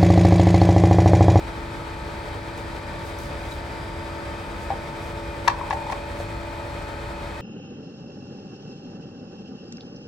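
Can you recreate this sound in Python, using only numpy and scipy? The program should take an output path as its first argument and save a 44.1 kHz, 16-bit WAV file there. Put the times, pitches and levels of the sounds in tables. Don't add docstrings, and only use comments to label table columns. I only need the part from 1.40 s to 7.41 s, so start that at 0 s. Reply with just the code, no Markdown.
import sys
import numpy as np
from scipy import signal
from scipy.fft import rfft, irfft
from scipy.io import wavfile
from scipy.ndimage import uniform_filter1d, map_coordinates

SR = 44100
rng = np.random.default_rng(int(sys.argv[2]) if len(sys.argv) > 2 else 0)


def unload_audio(sound):
    columns = np.transpose(np.atleast_2d(sound))
    steps = np.round(np.clip(columns, -1, 1) * 32767)
    wavfile.write(sys.argv[1], SR, steps.astype(np.int16))


N = 265041
T = np.arange(N) / SR

SHAFT_HZ, SHRILL_HZ, CUTOFF_HZ = 47.755, 3000, 15800
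SLIDE_START_S, SLIDE_END_S, SLIDE_ATTACK_S, SLIDE_RELEASE_S = 4.082, 4.525, 0.012, 0.022
OPEN_HZ, SEATED_HZ, CLOSING_S = 1070, 890, 0.15
HOLLOW_BOOST_DB, HOLLOW_REACH_HZ = 9.5, 30
RATTLE_LOSS_DB_PER_S, NOTE_SAG_HZ_PER_TOUCH = 550, 8.5

# f/Hz, left-right correlation
NOISE_LIKENESS = [(40, 1), (80, .96), (170, .86), (350, .8), (700, .7), (1100, .35), (1600, 0), (2400, .5),
                  (4500, .6), (9200, .4), (11000, .1)]
# f/Hz, left-right/dB
NOISE_BALANCE = [(100, 0), (400, -1.5), (800, 3), (1200, 5.5), (2000, 0), (3500, 1), (6000, 5.5), (8500, 0)]
# f/Hz, relative level/dB
RUMBLE_COLOUR = [(22, -28), (30, -12), (42, 7.5), (65, 5), (100, 5), (140, -2), (200, -3), (280, -12),
                 (400, -58)]
# f/Hz, relative level/dB
RUSH_COLOUR = [(180, -10.5), (300, 0), (620, 3.5), (750, -0.5), (880, 1), (1070, -3.5), (1650, -4),
               (1950, -5.5), (2250, -5), (2550, -12), (2850, -17.5), (3100, -9), (3400, -13.5),
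               (3650, -11.5), (4300, -17), (6600, -26), (8300, -21.5), (9400, -29.5), (11200, -29),
               (13000, -36), (15500, -32.5)]
# low f/Hz, high f/Hz, crest t/s, period/s, depth/dB
TONE_SWELLS = [(500, 650, 4.6, 8, 1.5), (560, 590, 0.88, .96, 1.2), (560, 590, 1.2, 3.4, 1.2),
               (590, 610, 4.6, 3.2, 2), (840, 880, 5.6, 6, 2), (890, 930, 3.4, 6, 1.3),
               (1250, 1300, 5.6, 2.6, 1.8), (1700, 1790, 2, 7.5, 4), (2300, 2380, 1.0, 8.8, 4),
               (2400, 2450, 4.5, 5.6, 5), (2500, 2600, 5.8, 9, 2), (3800, 4000, 0.9, 6.5, 4.5),
               (4200, 4600, 0.8, 4.6, 5.5), (4800, 5000, 2.3, 7, 6.5), (7000, 8000, 5.7, 7.5, 7),
               (8900, 9500, 0.2, 11, 5)]
# f/Hz, width/Hz, level/dB
HOUSING_MODES = [(1266.5, 32, -51.5), (1530, 53, -51), (1806, 51, -55), (2450, 30, -56), (2536, 21, -58),
                 (4530, 71, -92)]
# f/Hz, relative level/dB
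WHIRR_COLOUR = [(900, -5), (1250, 22), (1650, 27), (2100, 23), (2500, 19), (2850, 8), (4400, 13), (6500, 5),
                (9000, 4), (11000, -10), (16000, -30)]
# multiple, level/dB, left-right/dB
SHAFT_HARMONICS = [(1, -62, 0), (2, -53, 2), (3, -50, -1.5), (5, -57.5, 5), (6, -53.5, -7), (7, -44, 0.5),
                   (9, -50, 7), (10, -57, 7), (12, -44.5, -2.5), (18, -48.5, 3), (19, -55, 11),
                   (21, -63, 11), (24, -56.5, -10), (27, -52.5, 4), (30, -63, 10), (49, -59.5, 5),
                   (51, -58.5, 4), (53, -66, -2)]
# f/Hz, relative level/dB, left-right/dB
WHINE_TONES = [(36.3, -48, 0), (64.6, -42, 0), (71.3, -48, 0), (175, -55, 3), (262.4, -53, -6),
               (440.1, -53.5, 4), (600.2, -50, 1), (697, -56, 4), (800, -56.5, 3), (900.4, -41.5, 2),
               (959.6, -46.5, 13), (1001, -57, 3), (1147, -59, 3), (1719, -60, 2), (1771, -56.5, -1),
               (1819.6, -57, 8), (2046, -60, -3), (2919.6, -71, 2), (3537, -70, 2), (3818, -71, 2),
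               (3913.7, -68, 1), (4208, -72, 4), (4266, -69.5, 5), (4362, -68, 4), (4498, -72, 6),
               (4556, -73, 5), (4850, -71, 5), (4888, -65.5, 7), (5045, -73, 2), (5082, -72, 7),
               (5182, -74, 4), (5430, -74, 4), (5630, -73.5, 5), (5823, -74, 7), (7187, -77, 5),
               (7418, -77, 4), (8996, -84, 0), (9189, -82, 0), (9385, -83, 0)]
# f/Hz, relative level/dB
CLOTH_COLOUR = [(1500, 0), (3500, 9), (6000, 5.5), (9000, 4.5), (11500, 1), (13000, -1), (16000, 0)]
# t/s, half-length/s, level/dB
BRUSHES = [(1.187, .015, -53), (1.676, 0.029, -49), (1.8, .014, -58), (1.84, 0.04, -48.5),
           (2.03, 0.032, -56), (2.128, 0.035, -49.5), (3.233, .025, -52), (3.65, 0.035, -52),
           (4.805, 0.026, -49.5)]
# t/s, crack/dB, ring/dB, ring f/Hz, ring t60/s
TOOL_TAPS = [(1.177, -42, -41, 7500, .01), (1.788, -37, -40, 5800, .014), (2.032, -52, -41, 3940, .04),
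             (2.1206, -48, -34, 3880, 0.057)]
# t/s, half-length/s, level/dB
RIM_SCRAPES = [(4.1, .009, -50), (4.303, 0.0017, -40), (4.333, 0.0083, -46), (4.503, .004, -48),
               (4.5223, 0.0014, -42), (4.524, .009, -46)]
# f/Hz, relative level/dB, t60/s
SHELL_MODES = [(1095, -3, 0.043), (1490, -16, .022), (1715, -6, 0.035), (1945, -6, 0.026), (2130, -13, .02),
               (2340, -11, 0.026), (2665, -10, 0.03), (3270, -15, 0.022), (3665, -16, 0.028),
               (3865, -16, 0.023), (4395, -14.5, 0.03), (4960, -17, 0.015), (5530, -18, 0.028),
               (5880, -19.5, 0.024)]
# t/s, level/dB, hollow f/Hz, shell ring/dB, tick/dB,
# left-right/dB, touches, bounce gap/s, contact brightness f/Hz
COVER_KNOCKS = [(3.3035, -10, 790, -12, -18, 3, 2, .0076, 3000),
                (3.3213, -16, 790, -16, -20, 3, 2, .0076, 2500),
                (4.0761, -7, 950, 0, -2, 6, 1, .0025, 2800),
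                (4.0793, -9.5, 1000, 6, 15, 7, 2, .0019, 12000),
                (4.0836, 0, 980, -11, -6, 10, 1, .003, 2500), (4.1001, -17, 1060, -1, -3, 3, 1, .003, 7000),
                (4.2115, -18, 1050, -10, -10, 4, 1, .003, 2500),
                (4.3070, -11, 930, -1, 1, 6, 1, .003, 3200), (4.3104, -21, 900, 5, 10, 6, 2, .004, 3200),
                (4.3274, -14, 820, -5, 1, 5, 1, .003, 3500), (4.3311, -13, 810, -9, -3, 5, 1, .003, 2800),
                (4.4985, -18.5, 900, -4, -1, 6, 2, .0022, 2800),
                (4.5222, -26, 900, 7, 16, 5, 1, .003, 9000), (4.5248, -16.5, 740, 0, 4, 5, 2, .0036, 3000),
                (4.8012, -17, 570, -12, -4, 5, 2, .007, 8000)]


def from_db(db):
    return 10 ** (np.asarray(db) / 20)


def rms_one(x):
    return x / np.sqrt(np.mean(x ** 2) + 1e-20)


def at_hz(points, hz):
    known_hz, values = np.transpose(points)
    return np.interp(np.log(hz + 1e-9), np.log(known_hz), values)


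def pan(balance_db):
    return rms_one(from_db(balance_db * np.array([[.5], [-.5]])))


def filtered(x, order, hz, kind="low"):
    return signal.sosfilt(signal.butter(order, hz, kind, fs=SR, output="sos"), x)


def resonate(x, hz, width_hz):
    r = np.exp(-np.pi * width_hz / SR)
    feedback = [1, -2 * r * np.cos(2 * np.pi * hz / SR), r * r]
    return signal.lfilter(np.array([1, 0, -1]) * (1 - r * r) / 2, feedback, x)


def drift(rate):
    coarse_t = np.linspace(0, T[-1], 4096)
    smooth = map_coordinates(rng.standard_normal(size=2048), [coarse_t * rate + 2], order=2, mode="wrap")
    return np.interp(T, coarse_t, smooth)


def bumps(events):
    return sum(from_db(db) * np.exp(-.5 * ((T - s) / half_s) ** 2) for s, half_s, db in events)


def air_noise(colour):
    hz = np.arange(N // 2 + 1) * SR / N
    mid, side = rfft(rng.standard_normal((2, N)))
    alike = at_hz(NOISE_LIKENESS, hz)
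    ears = np.array([[1], [-1]])
    pair = np.sqrt(1 + alike) * mid + np.sqrt(1 - alike) * side * ears
    level_db = at_hz(colour, hz) + ears * at_hz(NOISE_BALANCE, hz) / 2
    return rms_one(irfft(pair * from_db(level_db), N))


def machine_noise(rumble_db, rush_db, churn_db, beat_depth):
    swell = from_db(churn_db * drift(35)) * (1 + beat_depth * np.sin(2 * np.pi * SHAFT_HZ * T))
    rumble = from_db(rumble_db) * air_noise(RUMBLE_COLOUR)
    return rumble + from_db(rush_db) * air_noise(RUSH_COLOUR) * swell


def swell_db(hz):
    return sum(depth_db * np.cos(2 * np.pi * (T - crest_s) / period_s)
               for low, high, crest_s, period_s, depth_db in TONE_SWELLS if low < hz < high)


def housing():
    shake = air_noise([(500, 0), (5000, 0)])
    return sum(from_db(db + swell_db(hz)) * rms_one(resonate(shake, hz, width_hz))
               for hz, width_hz, db in HOUSING_MODES)


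def whirr(turns, spread_rad, size=8192):
    hz = np.arange(size // 2 + 1) * SHAFT_HZ
    uneven_db = rng.uniform(-6, 6, len(hz))
    heights = from_db(at_hz(WHIRR_COLOUR, hz) + uneven_db) * (hz > 0) * (hz < CUTOFF_HZ)
    phases = 2 * np.pi * rng.random(len(hz)) + spread_rad * rng.standard_normal((2, len(hz)))
    one_turn = irfft(heights * np.exp(1j * phases))
    return rms_one(np.array([np.interp(turns % 1 * size, np.arange(size), ear) for ear in one_turn]))


def hum(speed_wander, waver_db, flutter_rad, left_lead_rad, drone_db, whine_db, whirr_db):
    clock = T + speed_wander * np.cumsum(drift(5)) / SR
    boost_db, note_hz = HOLLOW_BOOST_DB * drag_envelope(), hollow_note()
    tones = [(k * SHAFT_HZ, db, side_db) for k, db, side_db in SHAFT_HARMONICS]
    tones += [(hz, db + (whine_db if hz > SHRILL_HZ else drone_db), side_db)
              for hz, db, side_db in WHINE_TONES]
    out = from_db(whirr_db) * whirr(clock * SHAFT_HZ, spread_rad=0.91) + housing()
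    for hz, level_db, side_db in tones:
        lift_db = swell_db(hz) + boost_db / (1 + ((hz - note_hz) / HOLLOW_REACH_HZ) ** 2)
        phase = 2 * np.pi * (hz * clock + rng.random()) + flutter_rad * drift(22)
        lead = left_lead_rad * np.clip((hz - 150) / 450, 0, 1) * np.array([[1], [0]])
        gain = np.sqrt(2) * from_db(level_db + lift_db + waver_db * drift(3.845))
        out += gain * pan(side_db) * np.sin(phase + lead)
    return out


def rustle(grain_db):
    return bumps(BRUSHES) * rms_one(air_noise(CLOTH_COLOUR) * from_db(grain_db * drift(250)))


def taps(crack_t60, spread_rad):
    out = np.zeros((2, N))
    t = T[:SR // 5]
    for s, crack_db, ring_db, hz, t60 in TOOL_TAPS:
        burst = rng.standard_normal((2, len(t))) * from_db(-60 * t / crack_t60)
        crack = filtered(burst, 2, 4500, "high")
        ring = np.sin(2 * np.pi * hz * t + spread_rad * np.array([[1], [0]])) * from_db(-60 * t / t60)
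        start = round(s * SR)
        out[:, start:start + len(t)] += from_db(crack_db) * crack + from_db(ring_db) * ring
    return out


def reflections(x, t60, gap_s, dull_hz):
    t = T[:SR // 2]
    echoes = rng.standard_normal((2, len(t))) * from_db(-60 * t / t60) * np.clip(t / gap_s - 1, 0, 1)
    echoes = rms_one(filtered(echoes, 1, dull_hz)) / np.sqrt(len(t))
    return signal.fftconvolve(x.mean(axis=0, keepdims=True), echoes, axes=1)[:, :N]


def scrapes(grains_per_s, spread_db, side_db):
    sizes = from_db(spread_db * np.minimum(rng.exponential(1, N), 3))
    crushed = rng.random(N) < grains_per_s / SR
    grains = crushed * sizes * (rng.standard_normal(N) + rng.standard_normal((2, N))) + 1e-18
    return pan(side_db) * bumps(RIM_SCRAPES) * rms_one(filtered(grains, 2, [2500, 8000], "band"))


def drag_envelope():
    attack = np.clip((T - SLIDE_START_S) / SLIDE_ATTACK_S, 0, 1)
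    return attack * np.exp(-np.maximum(T - SLIDE_END_S, 0) / SLIDE_RELEASE_S)


def hollow_note():
    return SEATED_HZ + (OPEN_HZ - SEATED_HZ) * np.exp(-np.maximum(T - SLIDE_START_S, 0) / CLOSING_S)


def slide(level_db, slips_per_s, width_hz, soft_hz):
    slips = (rng.random(N) < slips_per_s / SR) * rng.standard_normal(N) + 1e-18
    carrier = np.exp(2j * np.pi * np.cumsum(hollow_note()) / SR)
    decay = np.exp(-np.pi * width_hz / SR)
    ringing = (carrier * signal.lfilter([1], [1, -decay], slips / carrier)).imag
    ringing = filtered(ringing, 1, [400, soft_hz], "band")
    steady = ringing / np.sqrt(uniform_filter1d(ringing ** 2, size=SR // 50) + 1e-12)
    return from_db(level_db) * drag_envelope() * rms_one(steady)


def touches():
    for s, level_db, note_hz, ring_db, hard_db, side_db, count, bounce_s, contact_hz in COVER_KNOCKS:
        for k in range(count):
            late_s = k * bounce_s
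            touch_db = level_db - RATTLE_LOSS_DB_PER_S * late_s
            touch_hz = note_hz - NOTE_SAG_HZ_PER_TOUCH * k
            yield s + late_s, touch_db, touch_hz, ring_db, hard_db, side_db, contact_hz


def knocks(build_s, hollow_t60, shell_db, tick_db, tick_t60, tick_band_hz, spread_cycles):
    out = np.zeros((2, N))
    t = T[:SR // 5]
    hollow_envelope = (1 - np.exp(-t / build_s)) * from_db(-60 * t / hollow_t60)
    for s, level_db, note_hz, ring_db, hard_db, side_db, contact_hz in touches():
        hollow = 2 * np.sin(2 * np.pi * note_hz * t) * hollow_envelope
        shell = np.zeros((2, len(t)))
        for hz, mode_db, t60 in SHELL_MODES:
            age = np.maximum(t - (rng.random() + spread_cycles * rng.random((2, 1))) / hz, 0)
            shell += from_db(mode_db + rng.normal(0, 1.9) - 60 * age / t60) * np.sin(2 * np.pi * hz * age)
        grit = rng.standard_normal(len(t)) + .5 * rng.standard_normal((2, len(t)))
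        tick = filtered(grit * from_db(-60 * t / tick_t60), 1, tick_band_hz, "band")
        clack = from_db(shell_db + ring_db) * shell + from_db(tick_db + hard_db) * tick
        clack = filtered(clack, 1, contact_hz)
        knock = pan(side_db) * hollow + pan(side_db / 2) * clack
        start = round(s * SR)
        out[:, start:start + len(t)] += from_db(level_db) * knock
    return filtered(out, 2, [420, 11500], "band")


def scene():
    motor = hum(speed_wander=0.0002735, waver_db=1.0, flutter_rad=0.054, left_lead_rad=0.95,
                drone_db=-3.5, whine_db=-0.5, whirr_db=-51.0)
    motor += machine_noise(rumble_db=-36.5, rush_db=-38.0, churn_db=1.16, beat_depth=0.034)
    cover = knocks(build_s=0.0013, hollow_t60=0.015, shell_db=-6.5, tick_db=-14.0, tick_t60=0.0067,
                   tick_band_hz=[1400, 5000], spread_cycles=0.52)
    room = from_db(-15) * reflections(cover, t60=0.17, gap_s=0.007, dull_hz=5000)
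    grit = scrapes(grains_per_s=7000, spread_db=7.0, side_db=1)
    hands = rustle(grain_db=1.5) + taps(crack_t60=0.011, spread_rad=1.2)
    drag = slide(level_db=-40.5, slips_per_s=2300, width_hz=140, soft_hz=2500)
    return motor + hands + room + grit + drag + cover


def record(dry):
    rounded = 1.3 * np.tanh(dry / 1.3)
    return signal.sosfilt(signal.ellip(10, .1, 80, CUTOFF_HZ, fs=SR, output="sos"), rounded)


dry = scene()
out = record(dry)
unload_audio(out)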